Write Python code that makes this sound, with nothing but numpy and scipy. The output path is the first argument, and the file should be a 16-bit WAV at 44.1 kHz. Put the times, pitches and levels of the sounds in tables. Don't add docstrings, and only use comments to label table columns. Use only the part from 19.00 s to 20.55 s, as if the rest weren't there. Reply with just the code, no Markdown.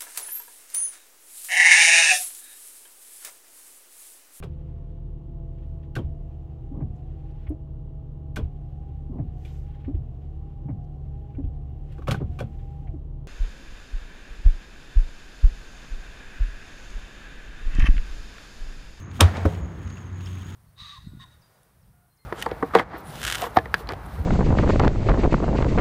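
import sys
import numpy as np
from scipy.fft import rfft, irfft, next_fast_len
from scipy.io import wavfile
from scipy.ndimage import map_coordinates

SR = 44100
rng = np.random.default_rng(int(sys.argv[2]) if len(sys.argv) > 2 else 0)


def generate_wav(sig):
    pcm = np.round(np.clip(np.atleast_2d(sig).T, -1, 1) * 32767).astype(np.int16)
    wavfile.write(sys.argv[1], SR, pcm)


N = 68355
T = np.arange(N) / SR
FFT_SIZE = next_fast_len(N + 8192)
HZ = np.fft.rfftfreq(FFT_SIZE, 1 / SR)


def amp(db):
    return 10 ** (np.asarray(db) / 20)


def unit(x):
    return x / np.sqrt(np.mean(x ** 2) + 1e-20)


def along(points, hz):
    freqs, values = np.transpose(points)
    return np.interp(np.log(hz + 1), np.log(freqs + 1), values)


def eq(points):
    return amp(along(points, HZ))


def fader(points):
    return amp(np.interp(T, *np.transpose(points)))


def wobble(rate):
    return map_coordinates(rng.standard_normal(400), [T * rate], mode="wrap")


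def filtered(x, gain):
    return irfft(rfft(x, FFT_SIZE) * gain, FFT_SIZE)[..., :N]


def noise(gain):
    return unit(filtered(rng.standard_normal(N), gain))


def lowpass(hz, corner_hz, order=2):
    return 1 / np.sqrt(1 + (hz / corner_hz) ** (2 * order))


def delay(seconds):
    return np.exp(-2j * np.pi * HZ * seconds)


def minimum_phase(gain):
    cepstrum = irfft(np.log(np.maximum(gain, 1e-6)), FFT_SIZE)
    cepstrum[1:FFT_SIZE // 2] *= 2
    cepstrum[FFT_SIZE // 2 + 1:] = 0
    return np.exp(rfft(cepstrum))


def envelope(start, rise, hold, t60):
    age = T - start
    attack = np.clip(age / max(rise, 1e-5), 0, 1)
    return attack * np.exp(-np.log(1000) * np.maximum(age - rise - hold, 0) / t60)


def octave_decay(x, start, rise, t60s):
    centres = 62.5 * 2.0 ** np.arange(9)
    out = np.zeros(N)
    for hz, pick in zip(centres, np.eye(len(centres))):
        band = filtered(x, along(np.c_[centres, pick], HZ))
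        out += band * envelope(start, rise, 0, along(t60s, hz))
    return out


def tire_boom():
    # start in seconds, level in dB, pitch in Hz, then rise, hold and t60 in seconds.
    landings = [(0.2092, -5, 98.8, 0.025, 0.025, .055), (0.4548, -11, 87.4, 0.0053, 0.014, 0.075),
                (0.61, -22.5, 76.6, 0.0098, 0.0198, 0.14), (0.763, -33, 77, 0.0124, 0.0098, 0.078),
                (.842, -27, 81.5, 0.009, .02, 0.038)]
    # start in seconds, pitch in Hz, level in dB, t60 in seconds.
    rings = [(0.252, 88.64, -18.5, 0.53), (.456, 166, -31, 1.3)]
    sag_per_s = 3.9
    out = np.zeros(N)
    for start, db, hz, rise, hold, t60 in landings:
        age = np.maximum(T - start, 0)
        pitch = hz * np.exp(-sag_per_s * age) * (age > 0)
        phase = 2 * np.pi * np.cumsum(pitch) / SR
        out += amp(db) * envelope(start, rise, hold, t60) * np.sin(phase)
    for start, hz, db, t60 in rings:
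        out += amp(db) * envelope(start, 0.03, 0, t60) * np.sin(2 * np.pi * hz * (T - start))
    return out


def tire_carcass():
    # start in seconds, level in dB, low-pass corner in Hz, contact in seconds, an unused zero.
    blows = [(0.2063, -16.5, 4550, 0.00092, 0), (.454, -18, 602, 0.0081, 0)]
    # pitch in Hz, relative level in dB, t60 in seconds.
    modes = [(186, -2.5, 0.079), (296.6, -0.5, 0.066), (422, -1.5, 0.12), (530.5, 0, .11),
             (706.5, -14.5, 0.52), (766, -7, 0.17), (957, 0, .11), (1065, 1.5, .075), (1130, -11, 0.18),
             (1281, -1, 0.13), (1410, -17, 0.065), (1560, 2, 0.037), (1830, -5, 0.042), (2464, -3, 0.041),
             (2700, -2.5, 0.054), (2926, -13, 0.052), (3200, 5.5, 0.028), (3400, -6.5, 0.028),
             (3850, 1.5, 0.027), (4000, -14.5, 0.015)]
    build_cycles = 2
    out = np.zeros(N)
    for start, db, corner_hz, contact, _ in blows:
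        for hz, mode_db, t60 in modes:
            phase = 2 * np.pi * (hz * (T - start) + rng.random()) + 0.15 * wobble(120.3)
            gain = amp(db + mode_db - 3.5) * lowpass(hz, corner_hz, order=4)
            out += gain * envelope(start, build_cycles / hz, contact, t60) * np.sin(phase)
    return out


def tread_slap():
    # start in seconds, level in dB, rise in seconds, low-pass corner in Hz.
    slaps = [(0.191, -33.5, 0.0024, 1098), (0.1995, -22.5, .004, 1720), (0.2053, -13, 0.0015, 12000)]
    # frequency in Hz, gain in dB.
    slap_colour = [(40, -27.5), (200, 4), (600, -2.5), (1200, -1), (2000, -10.5), (3400, -8), (4600, -15.5),
                   (8500, -16), (15500, -21.5)]
    smack_colour = [(60, 2), (300, 8), (560, 6.5), (750, -4), (1050, -7), (1500, -8), (2200, -16),
                    (2900, -27.5), (6000, -34.5), (9500, -37.5), (15500, -43)]
    # frequency in Hz, t60 in seconds.
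    slap_t60s = [(150, 0.21), (1000, 0.13), (3500, 0.14), (12000, 0.049)]
    smack = envelope(start=0.4513, rise=0.0026, hold=0.0013, t60=0.046)
    out = amp(-16) * smack * noise(eq(smack_colour))
    for start, db, rise, corner_hz in slaps:
        rubber = noise(eq(slap_colour) * lowpass(HZ, corner_hz))
        out += amp(db) * octave_decay(rubber, start, rise, slap_t60s)
    return out


def air_cracks():
    # start in seconds, level in dB.
    cracks = [(0.2062, 4), (.2086, 10), (0.2095, 5), (0.2098, -4)]
    # frequency in Hz, gain in dB.
    colour = [(200, -10), (1000, -4.5), (1600, -0.5), (2050, -7), (2700, -0.5), (3300, 2), (3850, -2),
              (4500, -28.5), (5400, -2), (6700, -2), (7600, -6), (9400, -2), (10800, -17), (12900, -7.5),
              (15500, -23)]
    jitter_s, hiss_db = 0.00006, -18
    spike = minimum_phase(unit(eq(colour)))
    out = np.zeros(N)
    for start, db in cracks:
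        snap = irfft(spike * delay(start + jitter_s * rng.standard_normal()), FFT_SIZE)[:N]
        hiss = amp(hiss_db) * noise(eq(colour)) * envelope(start, 0.0001, 0.00025, t60=0.0065)
        out += amp(db) * (snap + hiss)
    return out


def wall_echoes(tire):
    # delay in seconds, level in dB.
    walls = [(.108, -20), (0.179, -22.5)]
    taps = sum(amp(db) * delay(seconds) for seconds, db in walls)
    return filtered(tire, lowpass(HZ, corner_hz=295) * taps)


def tree_tail():
    # start in seconds, level in dB, low-pass corner in Hz.
    tails = [(.225, -32.5, 15000), (.465, -36, 610)]
    # frequency in Hz, gain in dB.
    colour = [(35, -20.5), (70, 7.5), (150, 5.5), (300, -1.5), (430, 1), (700, -1.5), (1100, -1.5),
              (2000, -3.5), (2800, -14), (4300, -14.5), (6500, -20), (9000, -23.5), (15000, -29.5)]
    # frequency in Hz, t60 in seconds.
    t60s = [(80, 1.6), (200, 1.87), (500, 1.5), (1000, 1.24), (3000, 0.91), (10000, 0.27)]
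    out = np.zeros(N)
    for start, db, corner_hz in tails:
        wash = noise(eq(colour) * lowpass(HZ, corner_hz))
        out += amp(db) * octave_decay(wash, start, 0.0084, t60s)
    return out


def echoes_and_scrape():
    # start in seconds, level in dB, rise and t60 in seconds, low-pass corner in Hz.
    bursts = [(0.277, -30.5, .004, 0.09, 1800), (0.334, -32.5, 0.021, 0.66, 2600),
              (.377, -26.5, 0.0054, 0.034, 800)]
    # frequency in Hz, gain in dB.
    colour = [(50, -8.5), (140, 7.5), (300, -2), (450, -4.5), (700, 3.5), (1200, -6.5), (2000, -6.5),
              (3000, -13.5), (8000, -12), (15000, -29)]
    return sum(amp(db) * envelope(start, rise, 0, t60) * noise(eq(colour) * lowpass(HZ, corner_hz))
               for start, db, rise, t60, corner_hz in bursts)


def grit():
    # start in seconds, relative level in dB.
    stones = [(0.112, -40), (0.3066, -46), (0.368, -26.5), (0.4503, -42), (0.4574, -31), (0.5491, -37.5),
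              (0.8739, -40), (0.9, -36.5), (0.9682, -46.5), (0.9784, -41.5), (1.206, -41), (1.26, -37.5),
              (1.2715, -46)]
    # time in seconds, level in dB.
    scuff_levels = [(0, -55.5), (.07, -84), (.15, -54), (.42, -57.5), (.47, -51.5), (.53, -53.5),
                    (.58, -56), (.63, -69.5), (.8, -63), (.9, -63), (1.02, -62.5), (1.14, -69),
                    (1.26, -53.5), (1.35, -56.5), (1.55, -55.5)]
    # frequency in Hz, gain in dB.
    tick_colour = [(300, -8), (1500, 8), (3000, 0.5), (5000, -3), (9000, -16), (15500, -45)]
    scuff_colour = [(500, -48), (2000, -2.5), (3300, 4), (4400, -7), (8800, -10), (11000, -14.5),
                    (15500, -14)]
    ticks = sum(amp(db - 8) * envelope(start, 0.0018, 0.001, t60=0.031) for start, db in stones)
    grain = unit(amp(2.3 * np.clip(wobble(300), -2, 2)))
    return ticks * noise(eq(tick_colour)) + fader(scuff_levels) * grain * noise(eq(scuff_colour))


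def shoe_squeaks():
    # start in seconds, level in dB, pitch in Hz.
    squeaks = [(.968, -49.5, 2680), (1.204, -48.5, 2750), (1.258, -48, 5270), (1.27, -45, 3100),
               (1.37, -50, 2490), (1.416, -51, 3250)]
    width = 0.074
    out = np.zeros(N)
    for start, db, hz in squeaks:
        resonance = 1 / (1 + ((HZ / hz - 1) / width) ** 2)
        out += amp(db) * envelope(start, 0.002, 0.0033, t60=0.019) * noise(resonance)
    return out


def engine():
    # time in seconds, level in dB.
    levels = [(0, -44), (.6, -34.5), (.8, -43.5), (1.05, -42), (1.13, -34), (1.55, -39)]
    # ratio to the drone's pitch, relative level in dB.
    partials = [(1, 2.5), (2, -16), (3.94, -23.5)]
    pitch_hz = 92.65 * (1 + 0.0087 * wobble(8.05))
    phase = 2 * np.pi * np.cumsum(pitch_hz) / SR
    drone = sum(amp(db + 1.9 * wobble(11.83)) * np.sin(ratio * phase) for ratio, db in partials)
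    return fader(levels) * drone * np.sqrt(2)


def insects():
    # time in seconds, level in dB.
    levels = [(0, -58.5), (.1, -64.5), (.3, -64), (.55, -65), (.64, -61), (.78, -69), (.88, -58),
              (.95, -56.5), (1.07, -65), (1.3, -60.5), (1.5, -59.5)]
    # time in seconds, pitch in Hz.
    pitches = [(0.0, 6490), (0.258, 6710), (0.478, 6450), (0.56, 6750), (0.768, 6410), (0.824, 6680),
               (1.07, 6480), (1.148, 6740), (1.308, 6470), (1.55, 6680)]
    width_hz, drift_hz = 190, 60.2
    pitch_hz = np.interp(T, *np.transpose(pitches)) + drift_hz * wobble(15)
    carrier = np.sin(2 * np.pi * np.cumsum(pitch_hz) / SR)
    flutter = noise(np.exp(-0.5 * (HZ / width_hz) ** 2))
    return fader(levels) * unit(carrier * flutter)


def traffic():
    # frequency in Hz, gain in dB.
    colour = [(20, -35), (35, -22.5), (60, 3), (110, 1.5), (180, -4), (280, -8), (420, -18.5), (600, -25),
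              (1100, -19), (1800, -23), (3000, -34.5), (5000, -45), (9000, -56.5), (15500, -71)]
    return amp(-39 + 0.86 * wobble(5.58)) * noise(eq(colour))


def scene():
    tire = tire_boom() + tire_carcass() + tread_slap() + air_cracks()
    aftermath = wall_echoes(tire) + tree_tail() + echoes_and_scrape()
    return (tire + aftermath + grit() + shoe_squeaks() + engine() + insects() + traffic())[None]


def record(dry):
    low_cut_hz, ceiling, top_hz = 33, 0.95, 15750
    thinned = filtered(dry, np.sqrt(1 - lowpass(HZ, low_cut_hz, order=3) ** 2))
    rounded = thinned / (1 + np.abs(thinned / ceiling) ** 6) ** (1 / 6)
    return filtered(rounded, lowpass(HZ, top_hz, order=80))


dry = scene()
out = record(dry)
generate_wav(out)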